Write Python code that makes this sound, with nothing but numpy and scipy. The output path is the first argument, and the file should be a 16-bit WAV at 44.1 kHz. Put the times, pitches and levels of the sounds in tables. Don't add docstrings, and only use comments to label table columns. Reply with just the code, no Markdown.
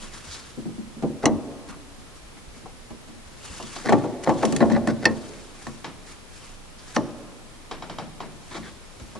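import sys
import numpy as np
from scipy import signal
from scipy.io import wavfile

SR = 44100
rng = np.random.default_rng(int(sys.argv[2]) if len(sys.argv) > 2 else 0)


def write(x):
    x = np.atleast_2d(x).T
    wavfile.write(sys.argv[1], SR, np.round(np.clip(x, -1, 1) * 32767).astype(np.int16))


N = 405387
T = np.arange(N) / SR
APART = np.array([[1], [-1]])
EDGES_HZ = np.geomspace(20, 13000, 24)
CENTRES_HZ = np.sqrt(EDGES_HZ[1:] * EDGES_HZ[:-1])
SLIDE_RELEASE, TWIST_RELEASE = 1.38, 0.92

# start in seconds, middle, bass and treble in dB, air note in Hz.
KNOCKS = [(0.02, -45, -42.5, -60, 215), (0.574, -36, -30.5, -74, 214.5), (0.655, -40, -28.5, -83, 173),
          (0.689, -42, -36, -70, 323), (0.781, -51, -31, -66, 199), (0.964, -49, -34, -68, 231.5),
          (1.024, -29.5, -21.5, -39.5, 274), (1.035, -20, -23, -80, 490), (1.238, -13, -23.5, -48, 438),
          (1.257, -9, -13, -37, 291.3), (1.69, -59, -43.5, -65, 210), (1.979, -64, -49, -60, 270),
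          (2.349, -62, -49, -59, 149.4), (2.56, -54, -43.5, -54, 233), (2.634, -61, -42.5, -62, 159.4),
          (2.658, -34.5, -47, -49, 764), (2.905, -39, -36, -45, 233), (3.083, -47, -41, -46, 232.5),
          (3.159, -65, -50, -62, 223), (3.294, -61, -54, -61, 169), (3.5, -55, -43.5, -58, 192),
          (3.599, -31.5, -36.5, -40, 713), (3.626, -50, -34, -32, 226), (3.762, -32, -37, -35, 680),
          (3.858, -36, -23.5, -41, 394), (3.892, -16.5, -19.5, -24, 438), (3.924, -9, -12.5, -24.5, 377),
          (4.04, -22.5, -26, -46, 334), (4.273, -12, -19.5, -37, 517), (4.293, -11, -20, -28, 536),
          (4.431, -8.5, -20.5, -36, 483), (4.45, -43, -17, -31, 359), (4.527, -28, -16.5, -38, 546),
          (4.605, -13.5, -12, -35, 255), (4.624, -7, -22, -41, 564), (4.7, -21, -19, -36, 221),
          (4.721, -61, -14.5, -31, 227.3), (4.763, -15.5, -26, -56, 562), (4.876, -19.5, -15, -44, 317),
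          (5.055, -11, -17.5, -35, 320), (5.668, -35, -34, -38, 137.2), (6.964, -15.5, -20, -32, 243.3),
          (8.58, -37, -35, -45, 179.3), (8.999, -47, -40, -41.5, 120), (9.152, -32, -37, -44, 225)]
# start and hold in seconds, level in dB, ease-in in seconds.
SLIDES = [(0.01, 0.03, -41.5, 0.053), (0.145, 0.026, -43.5, 0.024), (0.28, 0.04, -43.5, 0.13),
          (1.683, 0.031, -50, 0.011), (2.0, 0.014, -55, 0.013), (2.16, 0.022, -54, .015),
          (2.37, 0.03, -56, 0.018), (2.56, 0.023, -52.5, 0.013), (3.4, 0.018, -64, 0.017),
          (3.437, 0.053, -43.5, 0.0073), (3.54, 0.27, -42, 0.14), (4.24, 0.0026, -33, 0.0059),
          (4.39, 0.2, -42.5, 0.091), (5.1, 0.26, -49.5, 0.15), (5.635, 0.027, -47.5, 0.098),
          (6.085, 0.035, -44.5, 0.021), (6.38, 0.09, -47, 0.058), (6.89, 0.035, -46, 0.053),
          (6.953, 0.0076, -34.5, 0.0089), (8.52, 0.056, -50, 0.11), (9.0, 0.22, -56, 0.15)]
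# frequency in Hz, side minus mid in dB.
CLOSE_WIDTH = [(60, -23), (100, -35), (150, -6.5), (195, 8), (240, 0.5), (320, -18), (450, -10), (900, -20),
               (1800, -2), (4000, -14.5), (8000, 5.5), (11000, 8)]


def from_db(db):
    return 10 ** (np.asarray(db) / 20)


def at_hz(points, hz):
    freqs_hz, values = np.transpose(points)
    return np.interp(np.log(hz), np.log(freqs_hz), values)


def clicks(times, sizes):
    out = np.full(N, 1e-18)
    out[np.clip(np.round(np.asarray(times) * SR).astype(int), 0, N - 1)] = sizes
    return out


def random_times(per_s):
    return np.flatnonzero(rng.random(N) < per_s / SR) / SR


def wander(rate_hz):
    slow = signal.sosfilt(signal.butter(2, rate_hz, fs=SR, output="sos"), rng.standard_normal(N + SR))[SR:]
    return slow / slow.std()


def dying(times, sizes, t60_s, rise_s):
    fall = np.exp(-2 * np.log(1000) / (t60_s * SR))
    rise = np.exp(-1 / (rise_s * SR))
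    energy = signal.lfilter([1], [1, -fall], clicks(times, sizes ** 2))
    return np.sqrt(signal.lfilter([1 - rise], [1, -rise], energy))


def strokes(rows, release_ratio):
    power = np.zeros(N)
    for start_s, hold_s, db, ease_s in rows:
        away_s = np.maximum(start_s - T, 0) + np.maximum(T - start_s - hold_s, 0) / release_ratio
        power += from_db(db) ** 2 * np.exp(-2 * np.minimum(away_s / ease_s, 20))
    return np.sqrt(power)


def noise_bands(width, size=N):
    white, bands = rng.standard_normal((2, 2, size + SR // 4)), []
    for k, hz in enumerate(CENTRES_HZ):
        sos = signal.butter(2, EDGES_HZ[k:k + 2], "band", fs=SR, output="sos")
        mid, side = signal.sosfilt(sos, white[k % 2])[:, -size:]
        band = mid + from_db(at_hz(width, hz)) * side * APART
        bands.append((band / band.std()).astype(np.float32))
    return np.array(bands)


def band_gains(spectrum):
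    gains = from_db(at_hz(spectrum, CENTRES_HZ)) * np.sqrt(CENTRES_HZ)
    return gains / np.linalg.norm(gains)


def coloured(bands, spectrum):
    return np.tensordot(band_gains(spectrum).astype(np.float32), bands, 1)


def ring(drive, hz, t60_s):
    radius, angle = from_db(-60 / (t60_s * SR)), 2 * np.pi * hz / SR
    return signal.lfilter([0, radius * np.sin(angle)], [1, -2 * radius * np.cos(angle), radius ** 2], drive)


def gripped_ring(times, sizes, hz, t60_s, detune):
    out, t = np.zeros(N + SR), T[:int(min(t60_s, 1) * SR)]
    fade = from_db(-60 * t / t60_s)
    pitches_hz = hz * np.exp(detune * rng.standard_normal(len(times)))
    for start_s, size, pitch_hz in zip(times, sizes, pitches_hz):
        start = round(start_s * SR)
        out[start:start + len(t)] += size * fade * np.sin(2 * np.pi * pitch_hz * t)
    return out[:N]


def blow_strength(blows, hz, bass_hz=260, middle_hz=650, treble_hz=3500):
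    return from_db([at_hz([(bass_hz, bass_db), (middle_hz, middle_db), (treble_hz, treble_db)], hz)
                    for _, middle_db, bass_db, treble_db, *_ in blows])


def struck(blows, modes):
    times = np.array(blows)[:, 0]
    return sum((-1) ** k * ring(clicks(times, from_db(db) * blow_strength(blows, hz)), hz, t60_s)
               for k, (hz, db, t60_s) in enumerate(modes))


def crowded_modes(bands, blows, spectrum, decay, rise_cycles):
    times, out = np.array(blows)[:, 0], np.zeros((2, N))
    for band, hz, gain in zip(bands, CENTRES_HZ, band_gains(spectrum)):
        out += band * dying(times, gain * blow_strength(blows, hz), at_hz(decay, hz), rise_cycles / hz)
    return out


def radiated(x, lowest_hz=70):
    return signal.sosfilt(signal.butter(2, lowest_hz, "high", fs=SR, output="sos"), x)


def from_left(x, tilt_db=0.22, lag_s=0.000018, body_hz=400, body_q=0.59, body_share=0.089):
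    body = signal.lfilter(*signal.iirpeak(body_hz, body_q, fs=SR), x)
    left, right = x + body_share * APART * body
    return np.array([left, np.interp(T - lag_s, T, right)]) * from_db(tilt_db * APART)


def still_air(level_db=-44):
    # frequency in Hz, relative density in dB.
    spectrum = [(13, -31), (22, 14.5), (32, -2.5), (58, 1), (224, -4), (255, 6), (299, -9.5), (444, -7),
                (579, -10.5), (1240, -13), (1750, -16.5), (2110, -16), (9980, -22.5), (12000, -25),
                (15600, -62), (22000, -120)]
    # frequency in Hz, side minus mid in dB.
    width = [(60, -1.5), (130, 1.5), (270, 0), (580, -2), (1240, -3), (2630, 0.5), (5610, -1), (12000, 1)]
    return from_db(level_db) * coloured(noise_bands(width), spectrum)


def echoes(x, levels, decay, build_s=0.0011):
    # frequency in Hz, side minus mid in dB.
    width = [(125, -13), (165, -15), (220, -1), (290, -16), (1000, -11.5)]
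    t, response = T[:3 * SR // 2], 0
    for band, hz in zip(noise_bands(width, size=len(t)), CENTRES_HZ):
        tail = band * from_db(-60 * t / at_hz(decay, hz)) * (1 - np.exp(-t / build_s))
        band_share = hz * np.log(EDGES_HZ[1] / EDGES_HZ[0]) / (SR / 2)
        response = response + tail * from_db(at_hz(levels, hz)) * np.sqrt(2 * band_share / np.sum(tail ** 2))
    return signal.fftconvolve(x.mean(axis=0)[None], response, axes=1)[:, :N]


def room(x):
    # frequency in Hz, gain in dB.
    levels = [(80, 1), (125, -2), (165, -11), (220, -4), (290, -5.5), (385, -6.5), (510, -7), (675, -9.5),
              (900, -11.5), (1200, -10.5), (1800, -16), (4000, -9.5), (10000, -20)]
    # frequency in Hz, t60 in seconds.
    decay = [(100, 0.89), (350, 1.44), (1000, 1.3), (3000, 1.3), (6000, .8), (10000, .6)]
    return echoes(x, levels, decay)


def tub_gap(x):
    # frequency in Hz, gain in dB.
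    levels = [(500, 12), (2000, -12), (5000, -8.5), (10000, -11)]
    # frequency in Hz, t60 in seconds.
    decay = [(1000, .22), (2000, .1), (6000, .055)]
    return echoes(x, levels, decay)


def forearm(bands):
    # start in seconds, level in dB.
    leans = [(0.273, -28.5), (2.48, -39), (2.92, -42), (3.25, -46), (3.499, -41.5), (9.01, -31.5)]
    # frequency in Hz, relative density in dB.
    spectrum = [(25, -17), (60, 15), (120, -3), (250, -54), (600, -38)]
    times, db = np.transpose(leans)
    return coloured(bands, spectrum) * dying(times, from_db(db), t60_s=0.15, rise_s=0.0045)


def grip(bands, shifts_per_s=5, range_db=(-62, -51.6)):
    times = random_times(shifts_per_s)
    sizes = from_db(rng.uniform(*range_db, len(times)))
    thud = coloured(bands, [(40, -5), (130, 3), (230, 10), (600, -6), (2000, 6), (8000, -40)])
    return thud * dying(times, sizes, t60_s=0.091, rise_s=0.003)


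def sliding(bands, catches_per_s=1500, spread_db=4, pressure_db=1.63, swish_hz=4200, swish_q=1.4):
    # frequency in Hz, relative density in dB.
    spectrum = [(300, 10.5), (700, 2), (1200, 9.5), (2200, 4), (3000, 1.5), (4500, 4.5), (7000, 5),
                (10000, 2), (12000, -45)]
    # start and hold in seconds, level in dB, ease-in in seconds.
    sweeps = [(0.31, 0.024, -34.5, 0.028), (3.761, 0.0071, -32.5, 0.011), (6.79, 0.022, -46, .015)]
    times = random_times(catches_per_s)
    sizes = from_db(spread_db * rng.standard_normal(len(times)))
    grains = dying(times, sizes, t60_s=0.24, rise_s=0.00014)
    hiss = coloured(bands, spectrum)
    swish = signal.lfilter(*signal.iirpeak(swish_hz, swish_q, fs=SR), hiss[:, ::-1])
    rub = strokes(SLIDES, SLIDE_RELEASE) * hiss + strokes(sweeps, SLIDE_RELEASE) * swish
    pressure = from_db(pressure_db * wander(rate_hz=25))
    return rub * pressure * grains / np.sqrt(np.mean(grains ** 2))


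def scratches(bands, snags_per_s=110, spread_db=2, gain_db=-4):
    # frequency in Hz, relative density in dB.
    spectrum = [(500, -22), (2000, 3.5), (4500, 1.5), (9000, 4), (12000, -33)]
    times = random_times(snags_per_s)
    sizes = from_db(gain_db + spread_db * np.minimum(rng.exponential(1, len(times)), 3))
    ticks = dying(times, sizes, t60_s=0.005, rise_s=0.0001)
    return strokes(SLIDES, SLIDE_RELEASE) * coloured(bands, spectrum) * ticks


def cupped_hand(centre_hz=2600, swing=0.3, moves_hz=5, half_width_hz=220, gain_db=-11):
    pitch_hz = centre_hz * np.exp(swing * wander(moves_hz))
    phase = 2 * np.pi * np.cumsum(pitch_hz) / SR
    band = wander(half_width_hz) * np.sin(phase) + wander(half_width_hz) * np.cos(phase)
    return from_db(gain_db) * strokes(SLIDES, SLIDE_RELEASE) * band


def rasp(bands, grit_db=1, grit_hz=300):
    # start and hold in seconds, level in dB, ease-in in seconds.
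    scrapes = [(1.689, 0.021, -47, 0.0026), (8.512, 0.025, -39.5, 0.0019), (8.548, 0.03, -34.5, 0.0058),
               (8.655, 0.041, -47, 0.0062)]
    # frequency in Hz, relative density in dB.
    spectrum = [(100, 4), (300, 7), (550, 2.5), (850, 3), (1150, 4.5), (1500, 1), (2200, 0.5), (2700, -31),
                (3500, 1), (4500, -18), (5600, -8), (8000, -16), (12000, -45)]
    return strokes(scrapes, TWIST_RELEASE) * coloured(bands, spectrum) * from_db(grit_db * wander(grit_hz))


def squeaks(jitter=0.12, jitter_hz=450, octave_db=-10, flutter_db=4, ease_s=0.0045):
    # start and hold in seconds, level in dB, first and last pitch in Hz.
    notes = [(1.695, 0.054, -46.5, 1350, 1153), (8.629, .06, -45, 1848, 1584)]
    glide = []
    for start_s, hold_s, _, first_hz, last_hz in notes:
        glide += [(start_s, first_hz), (start_s + hold_s, last_hz)]
    pitch_hz = np.interp(T, *np.transpose(glide)) * (1 + jitter * wander(jitter_hz))
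    phase = 2 * np.pi * np.cumsum(pitch_hz) / SR
    tone = np.sin(phase) + from_db(octave_db) * np.sin(2 * phase)
    effort = strokes([(*row[:3], ease_s) for row in notes], TWIST_RELEASE)
    return effort * from_db(flutter_db * wander(jitter_hz)) * tone


def creak(median_gap_s=0.001, unevenness=0.56, grain_db=4, side_db=-34, ease_s=0.0066):
    # start and hold in seconds, level in dB.
    twists = [(1.231, 0.013, -34.5), (3.854, 0.048, -32), (3.888, 0.021, -38), (4.259, 0.032, -37),
              (4.428, 0.0043, -22), (4.595, 0.027, -39), (4.711, 0.068, -36.5), (4.878, 0.032, -29),
              (5.027, 0.034, -34.5)]
    # centre and width in Hz, relative gain in dB.
    resonances = [(284, 110, 15.5), (536, 210, 19), (805, 300, 13), (1080, 280, 7), (1480, 130, 11.5),
                  (1960, 260, 6.5), (3700, 550, -4), (4830, 1500, -4.5)]
    gap_draw, size_draw = rng.standard_normal((N // 10, 2)).T
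    times = median_gap_s * np.cumsum(np.exp(unevenness * gap_draw))
    inside = times < T[-1]
    drive = clicks(times[inside], from_db(grain_db * size_draw[inside]))
    out = np.zeros((2, N))
    for k, (hz, width_hz, db) in enumerate(resonances):
        resonance = signal.lfilter(*signal.iirpeak(hz, hz / width_hz, fs=SR), drive)
        out += from_db(db) * resonance * ((-1) ** k + from_db(side_db) * APART)
    effort = strokes([(*row, ease_s) for row in twists], TWIST_RELEASE)
    return effort * out / out.std()


def joint_slips(bands, ring_db=4, crowd_db=6.5):
    # start in seconds, middle, bass and treble in dB.
    slips = [(5.844, -30, -34, -43.5), (7.712, -29, -34, -44), (7.823, -31, -38, -49.5),
             (7.897, -31.5, -33.5, -47.5), (7.985, -27, -31.5, -45.5), (8.204, -28.5, -32.5, -48)]
    # frequency in Hz, relative gain in dB, t60 in seconds.
    modes = [(737, -3, 0.027), (894, -2.5, 0.041), (1090, 5, 0.016), (1520, -27, .02), (2220, -1, 0.013),
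             (3180, 5, 0.03), (3860, 3.5, 0.042), (5340, -3, 0.02)]
    # frequency in Hz, relative density in dB.
    spectrum = [(30, -28), (70, -26), (160, 3.5), (450, -4.5), (900, -0.5), (1400, -2.5), (2200, -3),
                (4000, -1), (6000, 1.5), (10000, -47)]
    # frequency in Hz, t60 in seconds.
    decay = [(100, 0.95), (700, 0.2), (2000, 0.33), (9000, 0.056)]
    crowd = crowded_modes(bands, slips, spectrum, decay, rise_cycles=1.1)
    return from_db(ring_db) * struck(slips, modes) + from_db(crowd_db) * crowd


def pipe_wall(jolts, modes, detune, scatter_db):
    times, level_db = np.transpose(jolts)[:2]
    out = np.zeros(N)
    for k, (hz, db, t60_s) in enumerate(modes):
        sizes = from_db(level_db + db + scatter_db * rng.standard_normal(len(times)))
        out += (-1) ** k * gripped_ring(times, sizes, hz, t60_s, detune)
    return out


def judders(swell_cycles=0.69):
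    # start in seconds, wall ring and pop in dB, pop pitch in Hz.
    jumps = [(1.0345, -55, -20, 615), (1.2405, -43, -23, 680), (3.872, -25, -28, 600),
             (3.887, -18.5, -34, 800), (3.8925, -21, -13, 830), (3.9228, -31, -4.5, 786),
             (3.9295, -17, -11, 610), (4.265, -30, -21, 770), (4.2738, -21.5, -10.5, 730),
             (4.2928, -24, -11, 790), (4.302, -31, -10, 726), (4.433, -26, -11, 700),
             (4.6055, -20, -24, 590), (4.61, -20.5, -33, 715), (4.617, -22, -27, 700),
             (4.626, -24, -35, 600), (4.7, -29, -22, 540), (4.718, -25, -30, 600), (4.732, -30, -32, 600),
             (4.75, -25.5, -31, 700), (4.761, -25, -22, 750), (4.765, -28.5, -18, 726),
             (4.874, -20.5, -16.5, 960), (5.668, -31, -22.5, 950), (5.847, -34, -36, 920)]
    # frequency in Hz, gain in dB, t60 in seconds.
    modes = [(710, -9.5, 0.063), (810, -12, 0.018), (1065, -11.5, 0.043), (1530, -9.5, 0.018),
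             (1767, -1, 0.032), (1970, -2, 0.021), (2080, -5.5, .018), (2520, -13, 0.012),
             (4000, -8.5, .008), (4360, -12, .008)]
    pops, t = np.zeros(N + SR), T[:SR // 20]
    for start_s, _, db, hz in jumps:
        start, age = round(start_s * SR), hz * t / swell_cycles
        envelope = (age * np.exp(1 - age)) ** 2
        pops[start:start + len(t)] += from_db(db) * envelope * np.sin(2 * np.pi * hz * t)
    return pipe_wall(jumps, modes, detune=0.021, scatter_db=1.5) + pops[:N]


def seating():
    # start in seconds, level in dB.
    drops = [(6.9655, -22)]
    # frequency in Hz, gain in dB, t60 in seconds.
    modes = [(177, -4, 0.19), (304.4, 2.5, 0.15), (435, -22, 0.14), (636, -2, 0.19), (868, 2.5, 0.093),
             (1010, -7, .14), (1232, 0.5, 0.067), (1680, 8, 0.0096), (3000, 5, 0.0051), (4800, 1, 0.0045),
             (5840, 5, 0.0074)]
    return pipe_wall(drops, modes, detune=0.0034, scatter_db=0.5)


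def fittings(bands, scatter_db=1.5, snap_db=0.5):
    # start in seconds, ring in dB, elbow's share of it (rest is the tee's), snap in dB.
    clacks = [(1.256, -11, 1, -13.5), (3.895, -49, 0.1, -36), (4.452, -39, 0.5, -17.5),
              (4.524, -40, 0.5, -21.5), (4.563, -30, 0.66, -18.5), (4.873, -38, 0.15, -25.5),
              (5.0542, -14.5, 0, -15.5), (5.669, -55, 0.1, -46), (6.963, -23.5, 0.64, -39)]
    # frequency in Hz, gain in dB, t60 in seconds.
    tee_modes = [(524, -16, 0.1), (1020, -20, 0.11), (1690, -7, .03), (1730, -1.5, .02), (1807, 9.5, 0.039),
                 (1897, 5.5, 0.03), (2010, -4, 0.039), (2150, -1.5, 0.034), (2634, 10, .02),
                 (2700, 4.5, 0.022), (2880, -11, .02), (3644, -5, 0.016), (4290, 1, 0.024),
                 (4580, 4, 0.014), (5040, -2, 0.029), (5580, -0.5, 0.022)]
    elbow_modes = [(1200, -27, .06), (1850, -19, .03), (2000, -1, 0.023), (2159, -7.5, 0.032),
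                   (2780, -3.5, 0.015), (2970, -12, .02), (3350, -15, 0.02), (3950, -13.5, 0.051),
                   (4170, -10, 0.027), (5640, 0.5, 0.0066), (6120, 6.5, 0.0071), (7260, -14, 0.0087)]
    times, ring_db, elbow_share, edge_db = np.transpose(clacks)
    walls = np.zeros((2, N))
    for modes, share in ((tee_modes, 1 - elbow_share), (elbow_modes, elbow_share)):
        drive = clicks(times, from_db(ring_db) * share)
        for k, (hz, db, t60_s) in enumerate(modes):
            aim_db = rng.normal(0, scatter_db, (2, 1))
            walls += from_db(db + aim_db) * (-1) ** k * ring(drive, hz, t60_s)
    snap = coloured(bands, [(100, -35), (700, 8), (2000, 6.5), (3000, 9), (4300, 1), (6000, 7.5),
                            (7500, 14.5), (10000, -1.5), (12000, -11)])
    return walls + snap * dying(times, from_db(edge_db + snap_db), t60_s=0.015, rise_s=0.0013)


def floorboards(hz=196, t60_s=0.63, gain_db=-26):
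    drive = clicks(np.array(KNOCKS)[:, 0], blow_strength(KNOCKS, hz))
    return from_db(gain_db) * ring(drive, hz, t60_s) * np.array([[1], [-0.5]])


def air_sway():
    # frequency in Hz, gain in dB, t60 in seconds.
    modes = [(212, -4.5, 0.41), (234.2, -2.5, 0.22)]
    return struck(KNOCKS, modes) * APART


def pipe_air(ring_cycles=36, swell_cycles=10, linger_cycles=125, linger_db=-18):
    out, t = np.zeros(N + SR), T[:SR * 3 // 4]
    for knock in KNOCKS:
        start, hz = round(knock[0] * SR), knock[4]
        cycles = hz * t
        fade = from_db(-60 * cycles / ring_cycles) + from_db(linger_db - 60 * cycles / linger_cycles)
        envelope = fade - fade[0] * from_db(-60 * cycles / swell_cycles)
        out[start:start + len(t)] += blow_strength([knock], hz) * envelope * np.sin(2 * np.pi * cycles)
    return out[:N]


def wall_push(gain_db=-2.5):
    # frequency in Hz, relative gain in dB, t60 in seconds.
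    modes = [(590, 8.5, 0.0038), (1030, 7, 0.0057), (1720, -28, 0.011), (4500, -28, 0.0033)]
    return from_db(gain_db) * struck(KNOCKS, modes)


def touches(settle_s=0.01008, spread=0.155, middle_db=-8, bass_db=-2, treble_db=-20):
    waits_s = settle_s * np.exp(spread * rng.standard_normal(len(KNOCKS)))
    settles = [(start_s + wait_s, middle + middle_db, bass + bass_db, treble + treble_db, hz)
               for (start_s, middle, bass, treble, hz), wait_s in zip(KNOCKS, waits_s)]
    return KNOCKS + settles


def tub_thud(bands, blows, gain_db=-0.5):
    # frequency in Hz, relative density in dB.
    spectrum = [(25, -14), (70, -9.5), (125, -1), (165, 2.5), (220, 3.5), (310, 5.5), (430, -1.5),
                (620, -3.5), (890, -5.5), (1185, -1.5), (1500, -14), (2000, -6), (2800, -8), (5000, -11.5),
                (8000, -4), (11000, -54)]
    # frequency in Hz, t60 in seconds.
    decay = [(100, 0.3), (300, 0.27), (700, 0.13), (1500, 0.078), (3000, 0.1), (9000, 0.035)]
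    return from_db(gain_db) * crowded_modes(bands, blows, spectrum, decay, rise_cycles=0.42)


def tub_ring(blows, gain_db=-10.5, scatter_db=2.5, spread_s=0.001957, detune_per_khz=0.036):
    # frequency in Hz, gain in dB, t60 in seconds.
    modes = [(104.5, -23, 0.49), (127.5, -13.5, 0.24), (155, -6, 0.11), (188.2, -10.5, 0.36),
             (225.3, 2, 0.38), (254.3, 4.5, 0.071), (288.4, -9, 0.34), (316.8, -6.5, 0.2),
             (346.7, -4.5, 0.34), (381, -12, 0.25), (429, -13.5, 0.27), (483, -5, 0.2), (511, -10, 0.15),
             (567, -1.5, 0.19), (621.3, -5.5, 0.18), (690, -0.5, 0.1), (776, 1, 0.1), (843, -17, 0.13),
             (866, -2, 0.15), (958, -5.5, 0.23), (1051.4, -3, 0.17), (1138, 2, 0.14), (1517, -4, 0.096)]
    times, out = np.array(blows)[:, 0], np.zeros((2, N))
    draws = rng.standard_normal((len(times), len(modes), 2))
    for k, (hz, db, t60_s) in enumerate(modes):
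        sizes = blow_strength(blows, hz) * from_db(db + scatter_db * draws[:, k, 0])
        starts_s = times + spread_s * np.abs(draws[:, k, 1])
        mode = gripped_ring(starts_s, sizes * (-1) ** k, hz, t60_s, detune_per_khz * hz / 1000)
        width = from_db(at_hz(CLOSE_WIDTH, hz))
        side = width * np.gradient(mode) * SR / (2 * np.pi * hz)
        out += (mode + side * APART * (-1) ** k) / np.hypot(1, width)
    return from_db(gain_db) * out


def scene(clack_room_db=-18):
    blow_bands = noise_bands(CLOSE_WIDTH)
    rub_bands = np.roll(blow_bands, SR, axis=2)
    blows = touches()
    tub = wall_push() + tub_ring(blows) + tub_thud(blow_bands, blows)
    bumps = tub + pipe_air() + floorboards() + air_sway()
    jolts = joint_slips(blow_bands) + judders() + seating()
    hands = sliding(rub_bands) + scratches(rub_bands) + cupped_hand()
    twisting = creak() + rasp(rub_bands) + squeaks()
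    work = radiated(bumps + jolts + hands + twisting) + grip(rub_bands)
    clacks = radiated(fittings(blow_bands[:, :, ::-1]))
    reverb = room(work + from_db(clack_room_db) * clacks) + tub_gap(clacks)
    return from_left(work + clacks) + reverb + forearm(rub_bands) + still_air()


def record(dry):
    cutoff_hz = 11450
    return signal.sosfilt(signal.ellip(10, 0.3, 70, cutoff_hz, fs=SR, output="sos"), np.tanh(dry))


dry = scene()
out = record(dry)
write(out)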